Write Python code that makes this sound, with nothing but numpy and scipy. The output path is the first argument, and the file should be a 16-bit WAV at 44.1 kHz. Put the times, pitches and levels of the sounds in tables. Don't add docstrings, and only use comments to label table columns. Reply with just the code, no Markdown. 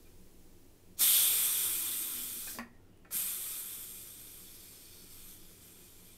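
import sys
import numpy as np
from scipy import signal
from scipy.fft import rfft, irfft, next_fast_len
from scipy.io import wavfile
from scipy.ndimage import uniform_filter1d

SR = 44100
rng = np.random.default_rng(int(sys.argv[2]) if len(sys.argv) > 2 else 0)


def wav_out(sig):
    wavfile.write(sys.argv[1], SR, np.round(np.clip(np.atleast_2d(sig).T, -1, 1) * 32767).astype(np.int16))


def gain_from_db(level_db):
    decades = np.asarray(level_db, float) / 20
    return 10 ** decades


N = 272097

# time in seconds, jet level in dB.
LIFT_FLOW = [
    [(0.96, -87.5), (0.996, -35.5), (1.014, -27), (1.032, -26), (1.176, -27), (1.32, -29.5), (2.504, -44.5),
     (2.546, -47.5), (2.578, -56)],
    [(3.1, -91), (3.11, -54.5), (3.13, -38.5), (3.17, -34), (3.41, -40.5), (3.6, -42.5), (4.14, -52),
     (5.05, -58.5), (6.17, -64)],
]
# peak in seconds, extra level in dB, rise and fall in seconds.
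NUDGES = [
    (3.52, 1.5, 0.11, .08),
    (5.12, 3, .03, 0.045),
    (5.31, 7, 0.24, 0.075),
    (5.63, 3, .03, 0.66),
    (6.05, 3, .008, 0.14),
]
# jet level in dB, then fizz, whistle, rush and roar relative to the jet in dB.
FLOW_COLOUR = [(-63.5, -8.5, -8.5, -4.5, -11), (-50, -14.5, -14, -11, -17.5), (-39, -13, -16.5, -15, -19),
               (-30, -14.5, -14.5, -16, -20.5), (-25.5, -13, -9, -14, -23.5)]
# change of fizz, whistle, rush and roar in dB.
NARROW_GAP_DB = (6.5, -6.5, 6.5, 0)
# change of fizz, whistle, rush and roar in dB.
SEAT_DB = [
    (1.5, 1.3, 0.43, 0.26),
    (-2.5, -1.4, -1.64, -0.26),
]
# frequency in Hz, width in Hz, level in dB.
CAVITIES = [(7440, 400, -7.5), (8696, 1540, 1), (10730, 600, -2), (11640, 600, -1), (12510, 1480, 2)]
# frequency in Hz, level in dB.
JET_SHAPE = [(5000, -36), (7000, -28), (9500, -5), (11300, -6), (13500, -5.5), (14500, -12), (15700, -22)]
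# frequency in Hz, level in dB.
FIZZ_SHAPE = [(12800, -49), (13800, -4), (14700, -5), (15450, -1.5), (15800, -6.5)]
# frequency in Hz, width in Hz, level in dB.
VENT_WHISTLE = [(3574, 290, -5), (3326, 624, -4.5), (3600, 200, -8)]
# frequency in Hz, density in dB per Hz.
RUSH_SHAPE = [(2350, -29), (4000, -3), (4200, -1.5), (6030, 0.5), (6460, -1.5), (7200, -3), (9360, -21.5),
              (15800, -120)]
# frequency in Hz, density in dB per Hz.
ROAR_SHAPE = [(300, -21.5), (500, -11.5), (700, -15.5), (880, -10.5), (1380, -1), (1700, -6), (2300, -2),
              (2440, 5), (2580, -5.5), (3000, -12.5), (3600, -27.5)]
# frequency in Hz, width in Hz, level in dB.
HOLLOWS = [(545, 50, 0), (410, 45, 0), (322, 30, 0), (249, 12, 4), (350, 600, -9)]
# start in seconds, peak in dB, pot thump in dB, tilt in dB per octave,
# most excited frequency in Hz.
KNOCKS = [
    (0.071, -60, -70, -6, 2450),
    (1.011, -33.5, -57.5, 6, 620),
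    (2.473, -39, -70, 3, 1570),
    (2.549, -44, -49.5, -9, 620),
    (2.587, -28.5, -43, 1, 1107),
    (2.974, -70, -81.5, 13.5, 8000),
    (3.049, -49, -70, -5.5, 400),
    (3.108, -44, -73, -4, 1410),
    (6.045, -74, -82, 7, 10500),
]
# frequency in Hz, level in dB, 60 dB decay in seconds.
LID_MODES = [(620, -17, 0.048), (792, -13, 0.16), (1110, -9, 0.039), (1383, -2, 0.041), (1570, -6, 0.045),
             (1780, 2.5, 0.057), (1890, -16, 0.7), (1950, -17.5, 0.46), (2227, -5.5, 0.09),
             (2450, -3.5, 0.073), (2660, -20, 0.043), (3180, -21, 0.026), (3660, -12, 0.025),
             (4480, -10.5, 0.052), (6045, -12, 0.024), (7650, -16.5, .02), (10500, -10.5, .02)]
# frequency in Hz, level in dB, 60 dB decay in seconds.
POT_MODES = [(235, 4, 0.55), (130, -13.5, 0.052), (169, -10, 0.11), (301, -13, .08), (417, -14.5, .06)]
# start in seconds, level in dB,
# frequency in Hz, swell in cycles.
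PUFFS = [(1.004, -53, 280, 2.5), (2.575, -47, 390, 2.2), (3.152, -42.5, 210, 0.8),
         (2.587, -38.5, 4760, 7.5), (2.586, -50, 3500, 5.1), (2.587, -51, 6200, 8.5),
         (2.586, -37.5, 1048, 4.7), (2.594, -42, 1080, 5.3), (2.595, -41, 2000, 8), (2.629, -49, 1850, 14),
         (2.668, -57, 1000, 6), (2.472, -47, 1580, 29), (2.472, -47, 2500, 18), (0.049, -69, 2420, 60)]
# start and end in seconds, frequency in Hz, width in Hz, level in dB.
SQUEAKS = [
    (4.35, 5.3, 4510, 40, -72),
    (4.4, 5.3, 5170, 35, -73),
    (5.45, 6.17, 7350, 140, -73.5),
    (5.1, 5.9, 12000, 60, -73),
    (2.9, 3.06, 2870, 140, -79.5),
    (2.64, 2.79, 1880, 90, -72),
    (2.93, 2.8, 1370, 140, -81),
    (2.72, 2.92, 800, 250, -78),
    (4.3, 5.3, 5100, 1500, -66.5),
]
# delay in seconds, level in dB.
ECHOES = [(.0031, -29), (.0057, -31), (.0092, -18)]
# frequency in Hz, 60 dB decay in seconds.
ROOM_DECAY = [(300, 0.31), (2000, 0.23), (10000, 0.21)]
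# frequency in Hz, density in dB per Hz.
RUMBLE_SHAPE = [(24, -36), (40, -8), (91, 0), (151, -19.5), (183, 3), (209, -23), (230, -5.5), (333, -4.5),
                (358, -2.5), (389, -7.5), (483, -9.5), (519, -14), (700, -33.5), (910, -47), (1540, -120)]
# frequency in Hz, density in dB per Hz.
AIR_SHAPE = [(350, -31.5), (600, -10), (941, -14.5), (1440, -20.5), (2760, -21), (3390, -24), (4220, -25.5),
             (15600, -27)]
# frequency in Hz, width in Hz, level in dB.
DRONE = [(48.8, 14, -79), (103, 20, -69), (183.1, 14, -73.5), (361, 26, -77.5)]
# frequency in Hz, level in dB.
SWAY_SHAPE = [(4, -12.5), (11, -15), (17, 2.5), (22, -9.5), (27, -22.5), (33, -29), (45, -19.5), (80, -34),
              (150, -64.5)]


def evened(x):
    return x / np.sqrt(np.mean(x ** 2) + 1e-20)


def read(points, hz):
    f, value = np.transpose(points)
    return np.interp(np.log(hz + 1), np.log(f + 1), value)


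def humps(peaks, hz):
    return np.sqrt(sum(gain_from_db(db) ** 2 / (1 + (2 * (hz - f) / width) ** 2) ** 2 for f, width, db in peaks))


def coloured(x, shape):
    size = next_fast_len(N)
    spectrum = rfft(x, size) * shape(np.fft.rfftfreq(size, 1 / SR))
    return evened(irfft(spectrum, size)[:N])


def resonate(x, hz, width):
    turn = np.exp(2j * np.pi * np.cumsum(hz * np.ones(len(x))) / SR)
    r = np.exp(-np.pi * width / SR)
    return 2 * (turn * signal.lfilter([1 - r], [1, -r], x / turn)).real


def turbulence(patchy_db, flicker_db, gust_db, spit_db):
    frames = N // 64 + 8
    a, b, patches = rng.standard_normal((frames, 129, 3)).T
    patches = uniform_filter1d(patches, size=4, axis=0)
    patches = evened(uniform_filter1d(patches, size=40, axis=1))
    flicker, gusts = rng.standard_normal((frames, 2)).T
    flicker = evened(uniform_filter1d(flicker, size=3))
    gusts = evened(uniform_filter1d(gusts, size=50) - uniform_filter1d(gusts, size=160))
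    z = (a + 1j * b) * gain_from_db(patchy_db * patches + flicker_db * flicker + gust_db * gusts)
    hiss = evened(signal.istft(z, nperseg=256, noverlap=192)[1][:N])
    hits = rng.random(N) < 400 / SR
    drops = hits * np.minimum(rng.exponential(1, N), 2.5) * rng.choice([-1, 1], N)
    return hiss + gain_from_db(spit_db) * evened(drops)


def steam():
    opening_s, closing_s, shut_db_per_s = 0.067, 0.27, 500
    t, out = np.arange(N) / SR, np.zeros(N)
    eddies = turbulence(patchy_db=1.08, flicker_db=0.45, gust_db=0.19, spit_db=-24)
    jet = coloured(eddies, lambda hz: np.hypot(gain_from_db(read(JET_SHAPE, hz)), humps(CAVITIES, hz)))
    fizz = coloured(eddies, lambda hz: gain_from_db(read(FIZZ_SHAPE, hz)))
    whistle = coloured(eddies, lambda hz: humps(VENT_WHISTLE, hz))
    rush = coloured(eddies, lambda hz: gain_from_db(read(RUSH_SHAPE, hz)))
    roar = coloured(eddies, lambda hz: gain_from_db(read(ROAR_SHAPE, hz)))

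    nudge_db = np.zeros(N)
    for s, db, rise, fall in NUDGES:
        nudge_db += db * np.clip(np.minimum(1 + (t - s) / rise, 1 - (t - s) / fall), 0, 1)

    flow_db, *laws = np.transpose(FLOW_COLOUR)
    for rows, seat_db, seats in zip(LIFT_FLOW, SEAT_DB, (True, False)):
        s, level_db = np.transpose(rows)
        jet_db = np.interp(t, s, level_db, left=-140) + nudge_db
        narrow = np.clip(1 - (t - s[1]) / opening_s, 0, 1)
        if seats:
            narrow += np.clip(1 + (t - s[-1]) / closing_s, 0, 1)
        shut_db = shut_db_per_s * np.maximum(t - s[-1], 0)
        out += jet * gain_from_db(jet_db - shut_db)
        for layer, law, gap, seat in zip((fizz, whistle, rush, roar), laws, NARROW_GAP_DB, seat_db):
            layer_db = np.interp(jet_db, flow_db, law) + gap * narrow + seat
            out += layer * gain_from_db(jet_db + layer_db - shut_db)
    return out


def moan():
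    start_s, end_s, rise_s = 1.0, 2.62, 0.26
    first_hz, last_hz, sag_s = 628, 145, 0.79
    age = np.arange(N) / SR - start_s
    on = (age > 0) * (age < end_s - start_s) * np.clip(age / rise_s, 0, 1)
    pitch = last_hz + (first_hz - last_hz) * np.exp(-np.maximum(age, 0) / sag_s)
    tone = resonate(resonate(rng.standard_normal(N), pitch, 150), pitch, 150) * on
    growth_db = 2 * np.clip(age, 0, 2)
    return coloured(tone, lambda hz: humps(HOLLOWS, hz)) * gain_from_db(-70 + growth_db)


def ring(modes, t, tilt_db, damping, most_hz):
    out = np.zeros(len(t))
    for hz, db, t60 in modes:
        favour_db = 11 / (1 + (np.log2(hz / most_hz) / 0.056) ** 2)
        level_db = db + tilt_db * np.log2(hz / 2000) + favour_db - 60 * damping * t / t60
        out += gain_from_db(level_db) * np.sin(2 * np.pi * hz * t)
    return out


def knocks():
    base_damping, seated_db, seated_damping = 1.87, -35.5, 0.27
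    t, out = np.arange(SR // 2) / SR, np.zeros(N + SR)
    for s, peak_db, thump_db, tilt_db, most_hz in KNOCKS:
        damping = base_damping + seated_damping * max(peak_db - seated_db, 0)
        crack, chatter = rng.standard_normal((len(t), 2)).T
        chatter = gain_from_db(-21) * chatter * np.exp(-t / 0.026)
        chatter[0] = 1
        lid = ring(LID_MODES, t, tilt_db, np.clip(damping, 0.3, 5), most_hz)
        lid = signal.fftconvolve(chatter, lid)[:len(t)]
        lid = lid / abs(lid).max() + gain_from_db(-16 + 1.86 * tilt_db) * crack * np.exp(-t / 0.0017)
        pot = ring(POT_MODES, t, 0, 1.45 * base_damping, most_hz) * (1 - np.exp(-t / 0.005))
        out[round(s * SR):][:len(t)] += gain_from_db(peak_db) * lid + gain_from_db(thump_db) * pot
    return out[:N]


def puffs():
    out = np.zeros(N)
    for s, db, hz, cycles in PUFFS:
        turns = np.arange(0, 4 * cycles, hz / SR)
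        swell = turns / cycles * np.exp(1 - 2 * turns / cycles) * 2
        out[round(s * SR):][:len(turns)] += gain_from_db(db) * swell * np.sin(2 * np.pi * turns)
    return out


def leaks():
    t, noise = np.arange(N) / SR, rng.standard_normal(N)
    seep = coloured(noise, lambda hz: hz ** 2 / (hz ** 2 + 1800 ** 2))
    out = seep * gain_from_db(-65 - 4.5 * t) * (t < 0.96)
    for start, end, hz, width, db in SQUEAKS:
        swell = np.sin(np.pi * np.clip((t - start) / (end - start), 0, 1)) ** 0.5
        out += gain_from_db(db) * swell * evened(resonate(noise, hz, width))
    return out


def room(x):
    taps = np.zeros(SR // 2)
    at = np.arange(400, len(taps) - 20, 20)
    taps[at + rng.integers(0, 20, len(at))] = rng.choice([-1., 1.], len(at))
    hz, t, z = signal.stft(taps, SR, nperseg=256)
    fade_db = -60 * t / read(ROOM_DECAY, hz)[:, None]
    tail = signal.istft(z * gain_from_db(fade_db), SR, nperseg=256)[1]
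    answer = gain_from_db(-10.5) * tail / np.linalg.norm(tail)
    answer[0] = 1
    for s, db in ECHOES:
        answer[round(s * SR)] += gain_from_db(db)
    return signal.oaconvolve(x, answer / np.linalg.norm(answer))[:N]


def kitchen():
    rumble, air, sway = rng.standard_normal((3, N))
    rumble = gain_from_db(-64) * coloured(rumble, lambda hz: gain_from_db(read(RUMBLE_SHAPE, hz)))
    air = gain_from_db(-72) * coloured(air, lambda hz: gain_from_db(read(AIR_SHAPE, hz)))
    sway = coloured(sway, lambda hz: gain_from_db(read(SWAY_SHAPE, hz)))
    age = np.arange(N) / SR / 0.16
    settle_db = 8 * age * np.exp(1 - age)
    sway = gain_from_db(-60 + settle_db) * sway
    sway += 0.54 * (gain_from_db(settle_db) - 1) * resonate(rumble, 60, 72)
    lines = sum(gain_from_db(db) * evened(resonate(rng.standard_normal(N), hz, width)) for hz, width, db in DRONE)
    return rumble + air + lines + sway


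def scene():
    at_pot = steam() + moan() + knocks() + puffs()
    return np.tile(room(at_pot) + leaks() + kitchen(), (2, 1))


def roll_off(x):
    return signal.sosfilt(signal.butter(12, 15770, fs=SR, output="sos"), x)


def record(dry):
    edge = signal.firwin(1023, 15730, window=("kaiser", 8), fs=SR)
    mix = signal.oaconvolve(dry, edge[None], "same")
    return roll_off(mix)


dry = scene()
out = record(dry)
wav_out(out)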